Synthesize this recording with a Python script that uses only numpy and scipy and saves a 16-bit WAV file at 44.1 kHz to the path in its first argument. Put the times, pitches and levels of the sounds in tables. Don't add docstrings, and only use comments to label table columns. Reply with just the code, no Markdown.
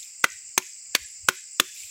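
import sys
import numpy as np
from scipy import signal
from scipy.fft import rfft, irfft
from scipy.io import wavfile
from scipy.ndimage import uniform_filter1d, minimum_filter1d

SR = 44100
rng = np.random.default_rng(int(sys.argv[2]) if len(sys.argv) > 2 else 0)


def waveform_to_disk(signal):
    frames = np.transpose(np.atleast_2d(signal))
    scaled = np.clip(frames, -1, 1) * 32767
    samples = np.round(scaled).astype(np.int16)
    wavfile.write(sys.argv[1], SR, samples)


N = 83790
TIME = np.arange(N) / SR


def amp(db):
    return 10 ** (np.asarray(db) / 20)


def unit(x):
    return x / np.sqrt(np.mean(x ** 2) + 1e-20)


def curve(rows, hz, column=1):
    table = np.transpose(rows)
    return np.interp(np.log(hz + 1), np.log(table[0] + 1), table[column])


def fader(rows):
    return amp(np.interp(TIME, *np.transpose(rows)))


def add(mix, start, sound):
    part = mix[max(round(start * SR), 0):][:len(sound)]
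    part += sound[:len(part)]


def low_cut(x, hz):
    return signal.sosfilt(signal.butter(2, hz, "high", fs=SR, output="sos"), x)


def frame(size=4096):
    return np.arange(size) / SR - .02, np.fft.rfftfreq(size, 1 / SR)


def swell(t, rise, decay):
    return np.clip(1 + t / rise, 0, 1) ** 1.8 * np.exp(-np.maximum(t, 0) / decay)


def burst(envelope, colour_db):
    spectrum = rfft(rng.standard_normal(len(envelope)) * envelope)
    spectrum /= np.sqrt(uniform_filter1d(abs(spectrum) ** 2, 41) + 1e-12)
    log_gain = np.log(amp(np.r_[colour_db, colour_db[-2:0:-1]]))
    eq = np.exp(np.conj(signal.hilbert(log_gain)))
    return irfft(spectrum * eq[:len(spectrum)])


def hiss(colour, flicker_db, size=512):
    hz = np.fft.rfftfreq(size, 1 / SR)
    real, imag, patches = rng.standard_normal((3, 4 * N // size + 6, len(hz)))
    patches = unit(uniform_filter1d(uniform_filter1d(patches, size=6, axis=0), size=14, axis=1))
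    spectra = (real + 1j * imag) * amp(curve(colour, hz) + flicker_db * patches)
    return unit(signal.istft(spectra.T, nperseg=size, noverlap=size - size // 4)[1][:N])


# frequency in Hz, relative level in dB.
AIR_COLOUR = [(30, -11), (100, -11.5), (250, -9), (700, -11), (1300, -10.5), (1750, -8.5), (2100, 7),
              (2450, 5), (2850, 4), (3200, -10), (4200, -15), (8000, -0.5), (11000, -15), (13000, -13),
              (15500, -5.5)]

def air():
    return amp(-58.5) * hiss(AIR_COLOUR, flicker_db=2.2)


# frequency in Hz, relative level in dB.
RUMBLE_COLOUR = [(20, -18.5), (45, -11.5), (75, 8), (115, 1), (170, -22), (300, -52)]
# time in seconds, level in dB.
RUMBLE_RIDE = [(0, -63.5), (.09, -92), (.27, -78), (.34, -59.5), (.39, -85), (.44, -72.5), (.72, -94),
               (.82, -77), (.96, -71), (1.025, -49.5), (1.08, -83), (1.21, -66.5), (1.245, -51), (1.3, -76),
               (1.56, -96), (1.67, -62.5), (1.75, -86), (1.85, -67.5), (1.9, -85.5)]

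def rumble():
    return fader(RUMBLE_RIDE) * hiss(RUMBLE_COLOUR, flicker_db=0, size=2048)


# frequency in Hz, relative level in dB.
INSECT_COLOUR = [(3800, -35.5), (4400, -18.5), (4950, -7), (5700, -11), (6600, -13.5), (7100, 0), (7480, 2),
                 (8000, -1.5), (8450, -9.5), (9000, -32.5), (9800, -56.5)]

def insects():
    return amp(-43) * hiss(INSECT_COLOUR, flicker_db=1.5)


# frequency in Hz, relative level in dB.
FIZZ_COLOUR = [(800, -23.5), (1800, -14), (2400, 6), (3200, -1.5), (6000, 4), (10000, -3), (15500, -7)]
# time in seconds, level in dB.
FIZZ_RIDE = [(0, -50), (.035, -47), (.1, -56.5), (.2, -68.5), (1.6, -74.5), (1.69, -59), (1.76, -43.5),
             (1.84, -44), (1.9, -48.5)]

def fizz():
    return fader(FIZZ_RIDE) * hiss(FIZZ_COLOUR, flicker_db=2.1)


# frequency in Hz, level in dB, seconds to fall 60 dB.
NEAR_ECHOES = [(60, -24, .13), (170, -16, .13), (400, -13, .11), (800, -14, .115), (1150, -16, .125),
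               (1700, -22, .12), (4000, -23, .06), (15000, -24, .05)]
FAR_TAIL = [(100, -61, .2), (900, -57, .25), (1310, -39.5, .3), (1660, -18, 0.36), (2050, -15, 0.37),
            (2920, -19, 0.35), (3460, -19.5, 0.38), (6000, -17.5, 0.54), (9000, -23.5, 0.59),
            (15000, -19.5, 0.21)]

def echo(x, bands, size=256):
    hz, t, spectra = signal.stft(rng.standard_normal(SR), SR, nperseg=size)
    t60 = np.maximum(curve(bands, hz, column=2), .01)[:, None]
    decay = amp(curve(bands, hz)[:, None] - 60 * t / t60)
    energy_trim = np.sqrt(2 * np.log(1000) / (t60 * SR))
    tail = signal.istft(spectra * decay * energy_trim, SR, nperseg=size)[1]
    fade_in = np.minimum(np.arange(len(tail)) / SR / 0.015, 1)
    return signal.fftconvolve(x, tail * fade_in)[:N]


# time in seconds, pitch in Hz, peak level in dB, decay in seconds.
DRIP_TICKS = [(0.027, 3890, -34, 0.0034), (.027, 6850, -31, 0.0048), (0.3015, 6750, -25, .0012),
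              (0.32, 6300, -28, .002), (0.6232, 2620, -27.5, 0.00102), (0.63, 6240, -31.5, 0.0017),
              (0.6653, 6600, -32.5, 0.001), (1.064, 9460, -32, .002), (1.085, 10000, -42, 0.004),
              (1.11, 10500, -43, 0.0041), (1.661, 9500, -47, 0.0011), (1.749, 10200, -37.5, .004)]

def drips(relative_width=0.14):
    out, (t, hz) = np.zeros(N), frame()
    for at, pitch, db, decay in DRIP_TICKS:
        band_db = -20 * np.log10(1 + ((hz / pitch - 1) / relative_width) ** 4)
        tick = burst(swell(t, rise=.0005, decay=decay), band_db)
        add(out, at + t[0], amp(db) * tick / abs(tick).max())
    return out


def crackle(bubbles_per_s=700, spread_db=7):
    signs = rng.choice([-1, 1], N)
    strengths = amp(spread_db * np.minimum(rng.exponential(1, N), 3.5))
    popping = rng.random(N) < bubbles_per_s / SR
    clicks = unit(low_cut(signs * strengths * popping, 2500))
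    envelope = sum(swell(TIME - contact - .05, rise=.05, decay=0.027) for contact, *_ in HAND_PATS)
    return amp(-48.5) * clicks * envelope


# pitch in Hz, level in dB, decay in seconds.
AIR_POCKETS = [
    [(1522, 2.5, .0018), (2020, -2, 0.004), (1280, -1, 0.0012), (2485, -3.5, 0.0013), (1112, -16, 0.0017)],
    [(1713, -6.5, .0015), (6330, -4, 0.0033), (950, -3.5, .0007), (2340, -6, 0.00046)],
    [(1484, -11, 0.0047), (2264, -6, 0.0036), (3540, -5.5, 0.0019), (4520, -8, 0.0042)],
    [(1479, 2.5, 0.0024), (1914, -7, 0.0012), (1070, -2.5, .0017)],
    [(1263, 1, 0.00092), (3504, 2, .0012), (2708, 1.5, 0.00063), (1823, -4.5, 0.0014), (4060, -6, 0.0018)],
]

def pockets(lead_s=0.00017):
    out, (t, _) = np.zeros(N), frame()
    for (contact, *_), trapped in zip(HAND_PATS, AIR_POCKETS):
        for hz, db, decay in trapped:
            ring = np.sin(2 * np.pi * (hz * t + rng.random()))
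            add(out, contact - lead_s + t[0], amp(db) * swell(t, rise=.002, decay=decay) * ring)
    return out


# pitch in Hz, relative level in dB, seconds to fall 60 dB.
THUD_MODES = [(150, -32, .07), (220, -21, .04), (295, -22, .045), (372, -17, .08), (510, -26, .025),
              (660, -28, .025)]

def thud():
    t = np.arange(SR // 4) / SR
    modes = sum(amp(db - 60 * t / t60) * np.sin(2 * np.pi * hz * t) for hz, db, t60 in THUD_MODES)
    return low_cut(modes, 130)


# frequency in Hz, relative level in dB.
SPATTER_COLOUR = [(40, -33.5), (150, -27), (350, -4), (750, -9), (1100, -5.5), (1700, 0), (2400, -0.5),
                  (3600, -3.5), (4800, -7.5), (6400, -3.5), (8500, -8), (12000, -13.5), (15500, -15.5)]
# contact in seconds, gain in dB, closing time and decay in seconds.
FINGER_SLAPS = [(0.5858, -14, .0015, 0.0017), (0.9603, -11, .003, 0.0033), (1.297, -13, .002, .002),
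                (1.6055, -16, .001, .0015)]
# full contact, closing time and spatter decay in seconds,
# then spatter gain, treble shelf, body shelf and thud gain in dB.
HAND_PATS = [(.2430, 0.0045, 0.0027, 3, -1, 3.5, -8.5), (0.5792, 0.0025, 0.0016, -0.5, 6, 1.5, -5),
             (0.9516, 0.004, 0.0023, 2.5, 0.5, 2, -17), (1.2878, 0.0029, 0.002, 4.5, 0.5, 2, 1),
             (1.6000, 0.0029, 0.0026, 1.5, 6, 3.5, -0.5)]

def pats(body_hz=900, treble_hz=5100):
    out, (t, hz) = np.zeros(N), frame()
    spatter_db = 21.5 + curve(SPATTER_COLOUR, hz)
    treble = hz ** 4 / (hz ** 4 + treble_hz ** 4)
    body = body_hz ** 4 / (hz ** 4 + body_hz ** 4)
    for contact, closing, decay, db, treble_db, body_db, thud_db in HAND_PATS:
        slap = swell(t, closing, decay)
        squelch = amp(-22) * swell(t, closing, decay=0.0085)
        colour_db = spatter_db + db + treble_db * treble + body_db * body
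        add(out, contact + t[0], burst(slap + squelch, colour_db))
        add(out, contact - closing / 2, amp(thud_db) * thud())
    for contact, db, closing, decay in FINGER_SLAPS:
        thin_db = spatter_db + db - 9 * body - 2 * treble
        add(out, contact + t[0], burst(swell(t, closing, decay), thin_db))
    return out


def scene():
    hand, pops = pats(), pockets()
    echoes = echo(hand + pops, NEAR_ECHOES) + echo(hand + amp(-6) * pops, FAR_TAIL)
    return (hand + pops + echoes + drips() + crackle() + insects() + air() + rumble() + fizz())[None]


def duck(x, threshold_db=-32, slope=0.26, hold_s=0.032, recover_db_per_s=136, size=400):
    level_db = 10 * np.log10(abs(uniform_filter1d(x[0] ** 2, size)) + 1e-12)
    cut_db = slope * np.maximum(level_db - threshold_db, 0)
    hold = int(hold_s * SR)
    held_db = -minimum_filter1d(-cut_db, hold, origin=(hold - 1) // 2)
    recovery_db = TIME * recover_db_per_s
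    released_db = np.maximum.accumulate(held_db + recovery_db) - recovery_db
    return x * amp(-uniform_filter1d(released_db, size // 2))


# frequency in Hz, deepest cut in dB.
SUPPRESSOR_DEPTH = [(130, 2.5), (280, 6), (1000, 5), (1350, 2), (1700, 0.5)]

def suppress(x, threshold_db=-68, knee_db=2.5):
    hz, _, spectra = signal.stft(x, SR, nperseg=512, noverlap=384)
    power = uniform_filter1d(uniform_filter1d(abs(spectra) ** 2, size=3, axis=1), size=3, axis=2)
    level_db = 10 * np.log10(abs(power) + 1e-16)
    faint = .5 - .5 * np.tanh((level_db - threshold_db) / (2 * knee_db))
    gain = amp(-faint * curve(SUPPRESSOR_DEPTH, hz)[:, None])
    return signal.istft(spectra * gain, SR, nperseg=512, noverlap=384)[1][:, :N]


def record(dry, top_hz=15900):
    ducked = suppress(duck(dry))
    rounded = ducked / (1 + ducked ** 8) ** (1 / 8)
    high_cut = signal.firwin(255, top_hz, window=("kaiser", 8), fs=SR)
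    return signal.oaconvolve(rounded, high_cut[None], "same")


dry = scene()
out = record(dry)
waveform_to_disk(out)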